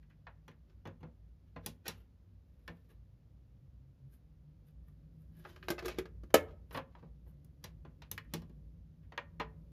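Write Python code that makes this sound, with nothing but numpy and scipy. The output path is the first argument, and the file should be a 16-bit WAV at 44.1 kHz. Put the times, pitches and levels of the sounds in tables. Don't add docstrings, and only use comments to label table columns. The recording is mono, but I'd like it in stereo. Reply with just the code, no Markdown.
import sys
import numpy as np
from scipy import signal
from scipy.fft import rfft, irfft, next_fast_len
from scipy.io import wavfile

SR = 44100
rng = np.random.default_rng(int(sys.argv[2]) if len(sys.argv) > 2 else 0)


def pcm_store(signal):
    levels = np.round(np.clip(np.atleast_2d(signal), -1, 1) * 32767)
    wavfile.write(sys.argv[1], SR, levels.astype(np.int16).T)


N = 428635

REGISTER_EDGES_HZ = [130, 400, 1100, 2800, 7000, 15000]
# f/Hz, relative level/dB, t60/s
DISC_RESONANCES = [(364.6, 9.5, 0.098), (445, 3.5, .08), (515, -2.5, .07), (610, -0.5, .065),
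                   (1225, 2.5, 0.045), (1350, -5.5, 0.041), (1600, 0, .06), (1760, -2, .06), (2035, -8, .1),
                   (2530, -7.5, .06), (2999, -6, .05)]
# t/s, thud/dB, knock/dB, clack/dB, click/dB, snap/dB, base ring t60/s, contact rise/s
HUB_CONTACTS = [(6.3412, -38.5, -26.5, -33, -31.5, -31, 0.064, 0.00046),
                (6.3432, -29.5, -20.5, -35.5, -39, -47, 0.055, 0.00057)]


def from_db(db):
    return 10 ** (np.asarray(db) / 20)


def rms_one(x):
    return x / np.sqrt(np.mean(x ** 2) + 1e-20)


def at_hz(points, hz):
    f, value = np.transpose(points)
    return np.interp(np.log(np.maximum(hz, 1)), np.log(f), value)


def band(x, low_hz, high_hz, order=3):
    edges = [low_hz, min(high_hz, .45 * SR)]
    return signal.sosfilt(signal.butter(order, edges, "band", fs=SR, output="sos"), x)


def add(out, s, sound):
    i = round(s * SR)
    out[:, i:i + sound.shape[1]] += sound[:, :N - i]


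def diffuse(size, spectrum=None):
    # f/Hz, correlation
    likeness = [(60, 1), (130, 0.84), (290, .78), (640, 0.18), (1400, -0.03), (3100, .2), (7000, 0.028),
                (15000, 1)]
    padded = next_fast_len(size, True)
    hz = np.fft.rfftfreq(padded, 1 / SR)
    mid, side = rfft(rng.standard_normal((2, padded)))
    alike = np.clip(at_hz(likeness, hz), -1, 1)
    pair = np.sqrt(1 + alike) * mid + np.sqrt(1 - alike) * side * [[1], [-1]]
    colour = 1 if spectrum is None else from_db(at_hz(spectrum, hz))
    return rms_one(irfft(pair * colour, padded)[:, :size])


def direct(x):
    lag_s = 5.8e-5
    hz = np.fft.rfftfreq(len(x), 1 / SR)
    right = irfft(rfft(x) * np.exp(-2j * np.pi * hz * lag_s), len(x))
    return np.array([x, right])


def ringing(modes, t, scatter_db, spread, detune):
    hz, level_db, t60 = np.transpose(modes)[:, :, None]
    strength, skew, load = rng.standard_normal((3, len(modes), 1))
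    fade = from_db(level_db + scatter_db * strength - 60 * t / t60)
    turn = spread * np.sign(skew) * np.minimum(hz / 700, 1)
    phase = 2 * np.pi * hz * (1 + detune * load) * t
    return np.array([(fade * np.sin(phase + way * turn)).sum(0) for way in (-1, 1)])


def local_modes(count, low_hz, high_hz, level_db, t60):
    place, size = rng.random((2, count))
    hz = low_hz * (high_hz / low_hz) ** place
    return np.transpose([hz, level_db + 8 * (size - .5), np.full(count, t60)])


def coloured(x, levels_db, trim_db, left_db):
    size, edges, attack = x.shape[-1], np.array(REGISTER_EDGES_HZ), SR // 50
    hz, centres = np.fft.rfftfreq(size, 1 / SR), np.sqrt(edges[1:] * edges[:-1])
    power = (np.abs(rfft(x[:, :attack], size)) ** 2).mean(0) * 2 / (size * attack)
    starts, gain_db = np.searchsorted(hz, edges), np.zeros(len(centres))
    target_db = np.add(levels_db, trim_db)
    for _ in range(3):
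        curve = from_db(at_hz(np.transpose([centres, gain_db]), hz))
        register_power = np.add.reduceat(power * curve ** 2, starts)[:-1]
        gain_db = gain_db + target_db - 10 * np.log10(register_power)
    sides_db = [at_hz(np.transpose([centres, gain_db + way * np.array(left_db)]), hz)
                for way in (.5, -.5)]
    cepstrum = irfft(np.log(from_db(sides_db)), size)
    cepstrum[:, 1:size // 2] *= 2
    cepstrum[:, size // 2 + 1:] = 0
    return irfft(rfft(x) * np.exp(rfft(cepstrum)), size)


def contacts(rows, colour, ring_s, shortening):
    reference_db = -50
    shell_centre_hz, shell_width_octaves = 1600, 2.75
    edges = np.array(REGISTER_EDGES_HZ)
    octaves = np.log2(np.sqrt(edges[1:] * edges[:-1]) / shell_centre_hz)
    s, level_db, brightness, hollow_db, rise = np.transpose(rows)[:, :, None]
    hollow_loss_db = hollow_db * (octaves / shell_width_octaves) ** 2
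    levels_db = level_db + np.array(colour) + brightness * octaves - hollow_loss_db
    ring = ring_s * np.exp(-shortening * (level_db - reference_db))
    return np.hstack([s, levels_db, ring, rise])


def blows(table, modes, crack_db, crack_t60, modes_db, bass_ring, treble_ring,
          scatter_db, spread, detune, trim_db, left_db):
    out, t = np.zeros((2, N)), np.arange(next_fast_len(SR // 7, True)) / SR
    low, high = [signal.butter(2, 2500, kind, fs=SR) for kind in ("low", "high")]
    small_shell = signal.butter(2, 110, "high", fs=SR)
    dying = np.minimum((t[-1] - t) / .03, 1)
    for s, *levels_db, ring_t60, rise_s in table:
        crack = direct(rng.standard_normal(len(t)) * from_db(crack_db - 60 * t / crack_t60))
        tones = from_db(modes_db) * ringing(modes, t, scatter_db, spread, detune)
        panels = local_modes(count=12, low_hz=1437.6, high_hz=6690, level_db=-17.5, t60=0.44 * ring_t60)
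        tones = tones + ringing(panels, t, scatter_db, spread, detune)
        slow_fade = from_db(-60 * t / (ring_t60 * bass_ring))
        slow = signal.lfilter(*low, diffuse(len(t))) * slow_fade
        fast_fade = from_db(-60 * t / (ring_t60 * treble_ring))
        fast = signal.lfilter(*high, rng.standard_normal((2, len(t)))) * fast_fade
        struck = (crack + tones + slow + fast) * (1 - np.exp(-t / rise_s)) * dying
        shell_sound = signal.lfilter(*small_shell, struck)
        add(out, s, coloured(shell_sound, levels_db, trim_db, left_db) * dying)
    return out


def background():
    # t/s, relative level/dB
    rumble_swell = [(0.0, -64), (0.38, -65.5), (0.65, -63.5), (4.6, -63), (5.87, -56.5), (7.06, -60.5),
                    (8.58, -57.5), (8.93, -61), (9.72, -56)]
    # f/Hz, relative density/dB per Hz
    rumble_spectrum = [(20, -36.5), (35, -18.5), (48, -6.5), (58, 7), (68, -4), (82, -8), (96, -0.5),
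                       (115, -15.5), (160, -10.5), (210, -18), (300, -22.5), (400, -30.5), (550, -29.5),
                       (1000, -61)]
    hiss_spectrum = [(200, -0.5), (600, 12), (1200, 7), (2500, 1), (5000, -2.5), (7000, -7.5), (9000, -14),
                     (12500, -9.5), (15000, -22.5)]
    # t/s, f/Hz, relative level/dB
    drone_track = [(0, 150.6, -64), (2.2, 148.4, -88), (3.2, 119.1, -63.5), (4.251, 144.5, -60.5),
                   (5.7, 161.4, -64), (7.6, 146, -61), (9.72, 162.4, -59)]
    t = np.arange(N) / SR
    rumble_level_db = 4 + np.interp(t, *np.transpose(rumble_swell))
    rumble = diffuse(N, rumble_spectrum) * from_db(rumble_level_db)
    s, hz, level_db = np.transpose(drone_track)
    smooth = signal.butter(2, 8.7, fs=SR, output="sos")
    waver = rms_one(signal.sosfilt(smooth, rng.standard_normal((2, N + SR)))[:, SR:])
    phase = 2 * np.pi * np.cumsum(np.interp(t, s, hz)) / SR
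    carrier = waver[0] * np.sin(phase) + waver[1] * np.cos(phase)
    drone = carrier * from_db(-1.0 + np.interp(t, s, level_db))
    return rumble + drone + from_db(-82.0) * diffuse(N, hiss_spectrum)


def case_contacts():
    # t/s, base level/dB, brightness/dB per octave, hollowness/dB, contact rise/s
    panel_ticks = [(0.027, -74.5, 0, 12, 0.0028), (0.099, -68.5, -1, 9, 0.012),
                   (0.514, -67.5, -2, 6, 0.0017), (2.678, -47, 0.3, 9, 0.0014), (2.89, -73, -2, 11, 0.023),
                   (8.178, -42.5, -0.37, 6, 0.0012), (8.245, -71, -2, 3.5, .005), (9.03, -78, -1, 5, .01)]
    buttons = [(0.268, -53, -4, 30, 0.00086), (0.48, -61.5, -2.1, 3, 0.0012), (0.853, -54.5, -5, 9, .004),
               (0.872, -61.5, -4, 0, 0.0014), (1.005, -78, -4.5, -6, 0.0032), (1.03, -61.5, -7, 5, 0.0014),
               (1.561, -55.5, -6, 10, 0.0034), (9.121, -59, -3.7, 13.5, 0.0013),
               (9.177, -40, -1.5, 19, 0.0008), (9.398, -40, -4, 14, 0.0053),
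               (9.412, -50.5, -2.5, 17, 0.0026)]
    latch_clicks = [(1.661, -51, 1.4, -6.7, 0.0016), (1.88, -46.5, 1.13, -0.5, .002),
                    (7.446, -86.5, -0.5, -19, .0003), (7.6404, -53.5, 0.4, 1.5, 0.0017),
                    (8.02, -58, -1, 14, 0.00097), (8.114, -55.5, 2.5, -7, 0.00045),
                    (8.3366, -46.5, -1, -5.5, 0.0014), (8.419, -68.5, -4, -3, 0.0021),
                    (8.496, -77, -5.5, -6.5, 0.001)]
    lid_knocks = [(2.68, -59.5, -5, 7.5, 0.0065), (2.904, -80.5, -3, -1, 0.0039),
                  (6.709, -60, -3, 6.5, 0.00088), (6.745, -45, -3.5, 13, 0.0064),
                  (6.773, -44, -4, 11.5, 0.002), (6.951, -63, -6, 15.5, 0.00075),
                  (7.025, -68.5, -9, 10.5, 0.0023), (7.262, -80.5, -9, 7.5, 0.006),
                  (7.849, -64.5, -6, 10, .0015)]
    # thud/dB, knock/dB, clack/dB, click/dB, snap/dB
    panel_colour = (-13, -15.5, -3, -10, -9.5)
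    button_colour = (-0.34, -0.38, 0.12, -0.56, -1.8)
    latch_colour = (-0.49, -0.94, -2.7, 1.23, 1.3)
    lid_colour = (0.046, -0.35, -0.45, 0.34, -0.96)
    return np.vstack([contacts(buttons, button_colour, ring_s=0.077, shortening=0.025),
                      contacts(latch_clicks, latch_colour, ring_s=0.094, shortening=.003),
                      contacts(panel_ticks, panel_colour, ring_s=0.059, shortening=0.014),
                      contacts(lid_knocks, lid_colour, ring_s=0.087, shortening=0.022)])


def case_blows(case_taps):
    # f/Hz, relative level/dB, t60/s
    case_resonances = [(166.3, 0, 0.27), (236.8, -9, 0.51), (463.7, -3, 0.19), (568.6, -6.5, 0.22),
                       (902, 6.5, 0.063), (1028, 4.5, 0.08), (1174, 3.5, 0.0547), (1872, 8, 0.052),
                       (2390, 3.5, 0.06), (2893, 4.5, .045), (3400, 6.5, 0.051), (4083, 3, 0.058)]
    return blows(case_taps, case_resonances, crack_db=13.5, crack_t60=0.004, modes_db=-19.5,
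                 bass_ring=1.42, treble_ring=0.2, scatter_db=1.5, spread=0.15, detune=0.0347,
                 trim_db=[-2.3, 0.062, 0.58, 0.51, 0.49], left_db=[-1.05, .3, .4, 0.99, 0.25])


def cushion(table, hz, t60, level_db, limit_db):
    out, t = np.zeros((2, N)), np.arange(SR // 2) / SR
    fade = from_db(level_db - 60 * t / t60)
    swing = np.sin(2 * np.pi * hz * t) * fade * (1 - np.exp(-t / 0.02))
    for s, thud_db, *rest in table:
        add(out, s, from_db(min(thud_db, limit_db)) * np.array([swing, swing]))
    return out


def room(x, wet_db, early_db, early_t60, treble_db):
    # f/Hz, t60/s
    decay_times = [(100, 0.4), (500, 0.43), (2000, 0.32), (5000, 0.17), (12000, 0.22)]
    t = np.arange(next_fast_len(SR // 3, True)) / SR
    hz, noise, tail = np.fft.rfftfreq(len(t), 1 / SR), rfft(diffuse(len(t))), 0
    noise = noise * from_db(at_hz([(2000, 0.0028), (12000, treble_db)], hz))
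    early = from_db(early_db - 60 * t / early_t60)
    centres, t60s = np.transpose(decay_times)
    for share, t60 in zip(np.eye(len(centres)), t60s):
        part = irfft(noise * at_hz(np.transpose([centres, share]), hz), len(t))
        tail = tail + part * (from_db(wet_db - 60 * t / t60) + early)
    tail = tail * (1 - np.exp(-t / 0.0035)) / np.sqrt(0.016 * SR)
    return signal.oaconvolve(x, tail, axes=1)[:, :N]


def stroke(t, length_s):
    swell, depth_db = .45, 23.5
    return -depth_db * np.maximum(-t / swell, t / (1 - swell)) / length_s


def sliding(slips_per_s, size_db, smooth_db, modes_db, body_db, treble_db):
    # t/s at the firmest, length/s, base level/dB, base treble/dB
    slides = [(0.697, 0.2, -73, -104), (1.486, 0.11, -73.5, -90), (1.649, 0.068, -54.5, -74),
              (1.869, 0.048, -43, -60), (1.901, 0.067, -55, -74), (1.979, 0.15, -68.5, -75),
              (2.717, 0.9, -77, -83), (2.907, 0.056, -64, -67), (4.14, 0.097, -70.5, -65.5),
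              (4.678, .09, -73.5, -73), (4.883, 0.15, -76, -78), (5.215, 0.28, -89, -81),
              (5.39, 0.17, -69, -69.5), (5.49, 0.24, -56.5, -68), (5.66, 0.27, -59.5, -75),
              (5.72, 0.054, -55, -66), (5.857, 0.079, -41, -63), (5.894, 0.12, -44.5, -77),
              (5.925, 0.085, -47, -71), (5.989, 0.042, -43, -68), (6.496, .1, -60.5, -85.5),
              (6.743, 0.089, -53, -54), (6.774, 0.029, -41, -50), (6.97, 0.28, -74, -100),
              (7.287, .09, -78, -71), (7.633, 0.033, -62.5, -72.5), (8.336, 0.089, -58, -89)]
    out, t, size = np.zeros((2, N)), np.arange(SR // 12) / SR, SR // 2
    now = (np.arange(size) - size // 2) / SR
    for s, length_s, level_db, hiss_db in slides:
        slip_db = size_db * np.minimum(rng.exponential(1, size), 4)
        sizes = from_db(slip_db) * rng.choice([-1, 1], size)
        slips = rms_one(sizes * (rng.random(size) < slips_per_s / SR))
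        friction = direct(slips) + from_db(smooth_db) * diffuse(size)
        tones = ringing(DISC_RESONANCES, t, scatter_db=7.0, spread=.5, detune=0.047)
        shell = diffuse(len(t)) * from_db(-60 * t / 0.11) + from_db(modes_db) * tones
        rung = signal.fftconvolve(friction, shell, axes=1)[:, :size]
        body = rms_one(band(rung, 300, 4000, order=2))
        hiss = rms_one(band(friction, 9000, 13800, order=2))
        rub = body * from_db(body_db + level_db) + hiss * from_db(treble_db + hiss_db)
        add(out, s + now[0], rub * from_db(stroke(now, length_s)))
    return out


def disc_blows():
    # t/s, base level/dB, brightness/dB per octave, hollowness/dB, contact rise/s
    disc_knocks = [(5.449, -52, -4, 22, 0.0045), (5.562, -62, -0.5, 10.5, 0.00034),
                   (5.627, -56, 3.5, 41, 0.00082), (5.684, -42, -0.5, 5.5, .0004),
                   (5.703, -41.5, -0.46, -3.5, 0.00054), (5.715, -50, -4.5, 1.5, 0.0019),
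                   (5.78, -48.5, -2, 18, 0.0033), (5.79, -49, -0.5, 10, 0.0016),
                   (5.824, -57.5, -3.5, 2, 0.0012), (5.855, -49, -0.7, -3, 0.0045),
                   (5.881, -46.5, -0.2, 2, 0.0012), (5.985, -45.5, -2.5, -3.5, 0.00098),
                   (6.055, -58.5, -2.5, 9, 0.0013), (6.235, -68, -3.5, -2.5, 0.00025),
                   (6.304, -68.5, -2, 6, .0003), (6.482, -65, -5, 26, 0.0064)]
    # thud/dB, knock/dB, clack/dB, click/dB, snap/dB
    disc_colour = (-0.45, 0.13, 0, 0, -1.5)
    disc_taps = contacts(disc_knocks, disc_colour, ring_s=0.056, shortening=.003)
    return blows(disc_taps, DISC_RESONANCES, crack_db=5, crack_t60=0.019, modes_db=-12.0,
                 bass_ring=1.4, treble_ring=0.97, scatter_db=5.0, spread=0.57, detune=0.015,
                 trim_db=[0.31, 0.38, 0.55, -0.58, -.3], left_db=[-0.47, -.3, .4, .6, -.6])


def hub_blows():
    # f/Hz, relative level/dB, t60/s
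    hub_resonances = [(300, -3, .11), (365.4, -1.5, 0.066), (454, 4, 0.09), (525, -2, .09),
                      (575, 11.5, .03), (636, 6, .065), (715, -4.5, .065), (886, -5.5, 0.048),
                      (1255, -3, .05), (1286, 4.5, .052), (1730, 2, 0.11), (2170, -5.5, 0.16),
                      (2223, -3, .08), (2640, -7, 0.059), (2963, -5, .08), (3860, -5, 0.047)]
    return blows(HUB_CONTACTS, hub_resonances, crack_db=12, crack_t60=0.0028, modes_db=-13.5,
                 bass_ring=1.6, treble_ring=0.86, scatter_db=0.5, spread=0.28, detune=0.002,
                 trim_db=[1.2, 1.5, 6.4, 1.6, 3.2], left_db=[-1.8, 1.0, -1.0, 6.0, 2.8])


def scene():
    outside = background()
    case_taps = case_contacts()
    case = case_blows(case_taps)
    thumps = cushion(case_taps, hz=96.7, t60=0.3, level_db=5.5, limit_db=-50)
    thumps = thumps + cushion(HUB_CONTACTS, hz=85, t60=0.88, level_db=-12.5, limit_db=-30)
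    rubs = sliding(slips_per_s=450, size_db=6.5, smooth_db=-5.5, modes_db=-15, body_db=-0.5, treble_db=-0.5)
    near = case + disc_blows() + hub_blows() + rubs + thumps
    reflected = room(near, wet_db=-17.5, early_db=-4.0, early_t60=0.1, treble_db=-7)
    return near + reflected + outside


def record(dry):
    dipped = dry - 0.88 * signal.lfilter(*signal.iirpeak(8300, 5, fs=SR), dry)
    dull = signal.sosfilt(signal.butter(10, 14100, fs=SR, output="sos"), dipped)
    return signal.sosfilt(signal.ellip(10, .1, 80, 15800, fs=SR, output="sos"), dull)


dry = scene()
out = record(dry)
pcm_store(out)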